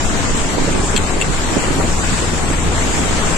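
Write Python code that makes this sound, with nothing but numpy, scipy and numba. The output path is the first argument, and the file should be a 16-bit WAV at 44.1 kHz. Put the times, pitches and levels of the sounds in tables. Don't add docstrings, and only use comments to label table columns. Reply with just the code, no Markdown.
import sys
import numpy as np
from scipy import signal
from scipy.fft import rfft, irfft
from scipy.io import wavfile
from scipy.ndimage import uniform_filter1d
from numba import njit

SR = 44100
rng = np.random.default_rng(int(sys.argv[2]) if len(sys.argv) > 2 else 0)


def put_to_file(sound):
    columns = np.atleast_2d(sound).T
    safe = np.clip(columns, -1, 1)
    whole_steps = np.round(safe * 32767)
    wavfile.write(sys.argv[1], SR, whole_steps.astype(np.int16))


def to_linear_factor(level_db):
    exponent = np.asarray(level_db, float) / 20
    return 10 ** exponent


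N = 148617
ENGINE_HZ = 20.1


def on_log(hz, table):
    points = np.array(table)
    return np.interp(np.log(hz + 1e-9), np.log(points[:, 0]), points[:, 1])


def unit(x):
    return x / np.sqrt(np.mean(x ** 2))


def walk(rate):
    hold = int(SR / rate)
    steps = np.repeat(rng.standard_normal(N // hold + 1), hold)
    return 1.3 * uniform_filter1d(uniform_filter1d(steps, hold), hold)[:N]


def add(out, start_s, piece):
    i = max(int(start_s * SR), 0)
    out[i:i + len(piece)] += piece[:max(N - i, 0)]


def river():
    # (frequency [Hz], density [dB per Hz])
    water_spectrum = [(12, 8), (35, -2.5), (110, -8.5), (230, -7.5), (600, -15), (900, -14.5),
                      (2600, -21.5), (12000, -34)]
    # (frequency [Hz], difference [dB])
    port_balance = [(60, 0), (250, 3.5), (500, 2.5), (850, 5), (2400, 8), (4400, 1), (7000, -2.5),
                    (12000, 3)]
    # (frequency [Hz], share [0-1])
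    port_likeness = [(30, .6), (130, .35), (290, .65), (640, .65), (1400, .05), (3000, .08), (7000, .01)]
    # (time [s], level [dB])
    surge_levels = [
        (0.0, -25),
        (.35, -25.5),
        (0.68, -26.5),
        (1.1, -26.5),
        (1.45, -27),
        (1.8, -25.5),
        (2.2, -26.5),
        (2.59, -26.5),
        (3.04, -25),
        (3.37, -24.5),
    ]
    bubble_db, gain_db = -8, 7.5
    t, f = np.arange(N) / SR, np.fft.rfftfreq(N, 1 / SR)
    surge = np.interp(t, *np.array(surge_levels).T)
    mean_db = surge.mean()

    water = np.array([rng.standard_normal(N) + to_linear_factor(bubble_db) * bubbles() for _ in range(2)])
    alike = np.clip(on_log(f, port_likeness), 0, 1)
    pan = on_log(f, port_balance) / 2
    mid, side = rfft(water) * to_linear_factor(on_log(f, water_spectrum)) * np.sqrt([1 + alike, 1 - alike])
    ports = np.array([(mid + side) * to_linear_factor(pan), (mid - side) * to_linear_factor(-pan)])

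    out = 0
    shared_splash = 0.7 * walk(16)
    clatter = 0.98 * np.cos(2 * np.pi * ENGINE_HZ * t)
    for half_octave in range(22):
        hz = 11 * 2 ** (half_octave / 2)
        band = np.cos(np.clip(2 * np.log2((f + 1e-9) / hz), -1, 1) * np.pi / 2) ** 2
        treble = np.clip(np.log2(hz / 300) / 3, 0, 1)
        db = surge - mean_db + treble * shared_splash + 0.84 * walk(12)
        db = db + clatter * (300 < hz < 3000)
        out = out + to_linear_factor(db) * irfft(ports * band, N)
    return unit(out) * to_linear_factor(mean_db + gain_db)


def bubbles():
    bubbles_per_s, spread_db = 5000, 2.2
    when, pitch, rarity, damping = rng.random((int(bubbles_per_s * N / SR), 4)).T
    hz = 150 * 80 ** pitch
    size = to_linear_factor(-spread_db * np.log(1 - .97 * rarity)) * hz / 1000
    cycles = 3.5 + 1.73 * damping
    return unit(rings((when * N).astype(np.int64), hz, cycles, size, .25, N, 1. 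* SR))


@njit
def rings(start, hz, cycles, size, glide, n, sr):
    out = np.zeros(n + 9000)
    for k in range(len(start)):
        span = min(int(4 * cycles[k] / hz[k] * sr), 8000)
        swing = complex(size[k], 0.)
        turn = np.exp(complex(-hz[k] / cycles[k], 2 * np.pi * hz[k]) / sr)
        rise = np.exp(complex(0., 2 * np.pi * hz[k] * glide / sr / max(span, 1)))
        for i in range(span):
            out[start[k] + i] += swing.imag
            swing, turn = swing * turn, turn * rise
    return out[:n]


def engine():
    # (multiple of the turning rate, level [dB])
    orders = [(1, -26.5), (2, -31.5), (3, -37.5), (4, -31), (5, -36), (7, -43.5), (8, -36), (10, -51),
              (11, -80)]
    # (time [s], level [dB])
    load = [
        (0, 0.5),
        (.6, -1.5),
        (1.0, 1),
        (1.6, -2.5),
        (1.9, 4),
        (2.4, 1),
        (2.7, 3.5),
        (3.37, 1.5),
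    ]
    turn = 2 * np.pi * np.cumsum(ENGINE_HZ * (1 + 0.0037 * walk(1.485))) / SR
    tone = np.zeros(N)
    for multiple, db in orders:
        tone += np.sqrt(2) * to_linear_factor(db) * np.sin(multiple * turn + 2 * np.pi * rng.random())
    load_db = np.interp(np.arange(N) / SR, *np.array(load).T)
    return tone * to_linear_factor(load_db + np.array([[.9], [-.9]]))


def rattle():
    # (time [s], level [dB], brightness [dB])
    contacts = [(.9620, -21, 0), (.9640, -9, -9), (.9672, -16, 5), (.9703, -14, 4), (.9740, -18, -1),
                (.9772, -12, -1), (.9808, -19, 0), (1.2118, -22, 2), (1.2138, -12, -4), (1.2160, -15, -2),
                (1.2205, -18, -1), (1.2222, -14, -3), (1.2248, -20, 0), (1.228, -23, 0)]
    # (frequency [Hz], level [dB], t60 [s])
    fitting_modes = [(2720, 6, .012), (3330, 7.5, .007), (4200, -2, .006), (5900, -7, .006),
                     (7060, -9.5, .01), (7600, -12, .008), (10800, -17, .0045), (12800, -17, .006),
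                     (15000, -14, .012)]
    scrape_s, second_jolt_s, other_jolt_db = .0005, 1.1, -9
    out, t = np.zeros((2, N)), np.arange(2000) / SR
    for s, db, bright_db in contacts:
        scrape = rng.standard_normal(len(t)) * t * np.exp(-t / scrape_s)
        scrape /= np.sqrt(np.sum(scrape ** 2))
        for port in out:
            add(port, s - scrape_s, np.diff(scrape) * to_linear_factor(db))
        for hz, mode_db, t60 in fitting_modes:
            ring_db = db + mode_db
            if hz > 6000:
                ring_db += bright_db
            elif (s > second_jolt_s) == (hz > 3000):
                ring_db += other_jolt_db
            mode = to_linear_factor(ring_db - 60 * t / t60) * np.sin(2 * np.pi * hz * t)
            ring = signal.fftconvolve(scrape, mode)
            add(out[0], s - scrape_s, ring)
            add(out[1], s - scrape_s, ring * to_linear_factor(-2.5 if hz > 6000 else -10))
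    return out


def wind_eddies():
    # (time [s], level [dB], pitch [Hz], length [s])
    right_eddies = [(.346, -21, 250, 0.014), (.582, -12, 365, 0.0072), (.602, -13.5, 262, 0.013),
                    (.622, -15, 240, .004), (.646, -13.5, 226, 0.01), (.680, -14.5, 396, .012),
                    (.692, -11.5, 326, 0.013), (.715, -16.5, 280, 0.0117), (.749, -14, 317, 0.0178),
                    (.791, -15, 306, 0.015), (.808, -23, 330, 0.0066), (.843, -18.5, 278, 0.0091),
                    (.951, -12, 272, 0.01), (1.002, -20, 200, 0.014), (1.165, -17, 310, 0.01),
                    (1.3, -13, 205, 0.017), (1.533, -16, 275, 0.02), (1.571, -9.5, 346, 0.014),
                    (1.685, -16.5, 364, 0.0096), (1.709, -13.5, 314, 0.009), (1.763, -16.5, 221, 0.011),
                    (1.792, -13, 266, 0.0093), (1.843, -15, 298, 0.021), (1.908, -21, 278, 0.0078),
                    (2.122, -14.5, 240, 0.017), (2.23, -24, 370, 0.014), (2.335, -21, 380, 0.016),
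                    (2.511, -15, 305, 0.011), (2.72, -20.5, 350, .012), (2.82, -22.5, 370, 0.013),
                    (2.85, -21, 220, 0.0148), (3.0, -18, 240, .015), (3.045, -16, 294, 0.021),
                    (3.117, -17, 313, 0.014)]
    left_eddies = [(.358, -62, 248, 0.0083), (1.128, -16, 348, 0.02), (1.577, -20, 302, 0.0076),
                   (1.788, -19, 280, 0.016), (1.81, -16.5, 980, 0.01), (1.847, -15.5, 555, 0.015),
                   (2.135, -15.5, 202, 0.017), (2.225, -19, 370, 0.0119), (2.51, -23, 300, 0.011),
                   (2.72, -20, 330, 0.0125), (2.868, -21, 302, 0.0048), (3.013, -14, 300, 0.019)]
    left, right, leak = eddy_thumps(left_eddies), eddy_thumps(right_eddies), to_linear_factor(-12.5)
    return np.array([left + leak * right, right + leak * left])


def eddy_thumps(table):
    pitch_spread = .27
    out, t = np.zeros(N), np.arange(-2000, 2000) / SR
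    for s, db, hz, length in table:
        at, pitch, turn = rng.standard_normal((3, 7, 1))
        f = hz * np.exp(pitch_spread * pitch)
        late = t - 0.4357 * length * at
        swell = np.exp(-(late * f / 0.52) ** 2)
        puff = (swell * np.cos(2 * np.pi * f * late + 3 * turn)).sum(0)
        add(out, s + t[0], puff * to_linear_factor(db) * np.sqrt(0.013 * SR / np.sum(puff ** 2)))
    return out


def gusts():
    # (middle [s], length [s], level [dB], pitch [Hz])
    gust_list = [
        (0.693, 0.18, -25, 337),
        (1.26, 0.1, -28, 273),
        (1.54, 0.069, -26, 300),
        (1.796, 0.23, -32, 328),
        (2.35, 0.1, -33, 378),
        (2.664, 0.042, -26.5, 210),
        (3.092, 0.28, -30, 348),
    ]
    port_gain = to_linear_factor(np.array([[-6], [0]]))
    t, out = np.arange(N) / SR, 0
    for s, length, db, hz in gust_list:
        sos = signal.butter(2, [hz / 2, hz * 1.41], "band", fs=SR, output="sos")
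        rush = np.array([unit(signal.sosfilt(sos, rng.standard_normal(N))) for _ in range(2)])
        swell = np.exp(-((t - s) / length) ** 4)
        out = out + to_linear_factor(db + 4.3 * walk(40.17)) * swell * rush * port_gain
    return out


def scene():
    return river() + engine() + rattle() + wind_eddies() + gusts()


def thin_treble(x):
    # (frequency [Hz], share lost [0-1])
    lost_share = [(900, 0), (1600, .09), (3000, .09), (5000, .27), (7500, .13), (9200, .28), (9600, .55),
                  (11000, .45), (14500, .7), (15700, .92)]
    hop, patch_frames, edge_hz, top_hz = 1024, 2, 15150, 15830
    n, k = np.arange(2 * hop)[:, None] + .5, np.arange(hop) + .5
    window = np.sin(np.pi * n / (2 * hop))
    basis = window * np.cos(np.pi / hop * (n + hop / 2) * k) * np.sqrt(2 / hop)
    count, lead, f = N // hop + 3, 464 + hop, k * SR / (2 * hop)
    halves = np.pad(x, ((0, 0), (lead, (count + 1) * hop - N - lead))).reshape(2, -1, hop)
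    z = halves[:, :-1] @ basis[:hop] + halves[:, 1:] @ basis[hop:]

    def patches(bins):
        field = uniform_filter1d(rng.standard_normal(z.shape[1:]), bins, axis=1)
        return unit(uniform_filter1d(field, patch_frames, axis=0))

    field_db = 22 * patches(6) + 20 * patches(26)
    flicker = uniform_filter1d(rng.standard_normal((count, 1)), patch_frames, axis=0) * (f > edge_hz)
    power = np.mean(z ** 2, axis=0) + 1e-18
    band_db = 10 * np.log10(uniform_filter1d(power, size=40, axis=1))
    stands_out = np.maximum(band_db - np.median(band_db, axis=0) - 3, 0)
    score = 10 * np.log10(power) + 10 * stands_out + field_db + 35 * flicker
    rank = score.argsort(axis=0).argsort(axis=0) / count
    lost = on_log(f, lost_share) + 1e-9
    kept = np.clip((rank - lost) / (1.3 * lost * (1 - lost)), 0, 1) ** 2
    z = z * kept * (f < top_hz)

    out = np.zeros_like(halves)
    out[:, :-1] += z @ basis[:hop].T
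    out[:, 1:] += z @ basis[hop:].T
    return out.reshape(2, -1)[:, lead:lead + N]


def low_pass(x):
    return signal.sosfilt(signal.butter(12, 15830, fs=SR, output="sos"), x)


def record(dry):
    # (frequency [Hz], width [Hz], rise [dB])
    port_peaks = [(7730, 1060, 18), (7430, 970, 17.5)]
    port_top_hz, top_shelf_db, ceiling = 9940, -6, 2.2
    duck_top_db, duck_ratio, duck_s = -23.5, 1.355, 0.066
    rung = []
    for x, (hz, width, db) in zip(dry, port_peaks):
        peak = signal.lfilter(*signal.iirpeak(hz, hz / width, SR), x)
        rung.append(x + (to_linear_factor(db) - 1) * peak)
    low = signal.sosfilt(signal.butter(5, port_top_hz, fs=SR, output="sos"), rung)
    x = low + to_linear_factor(top_shelf_db) * dry
    loud = np.sqrt(uniform_filter1d(np.mean(x ** 2, axis=0), int(duck_s * SR)))
    x = x * np.minimum(to_linear_factor(duck_top_db) / loud, 1) ** (1 - 1 / duck_ratio)
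    mix = thin_treble(np.tanh(x / ceiling) * ceiling)
    return low_pass(mix)


dry = scene()
out = record(dry)
put_to_file(out)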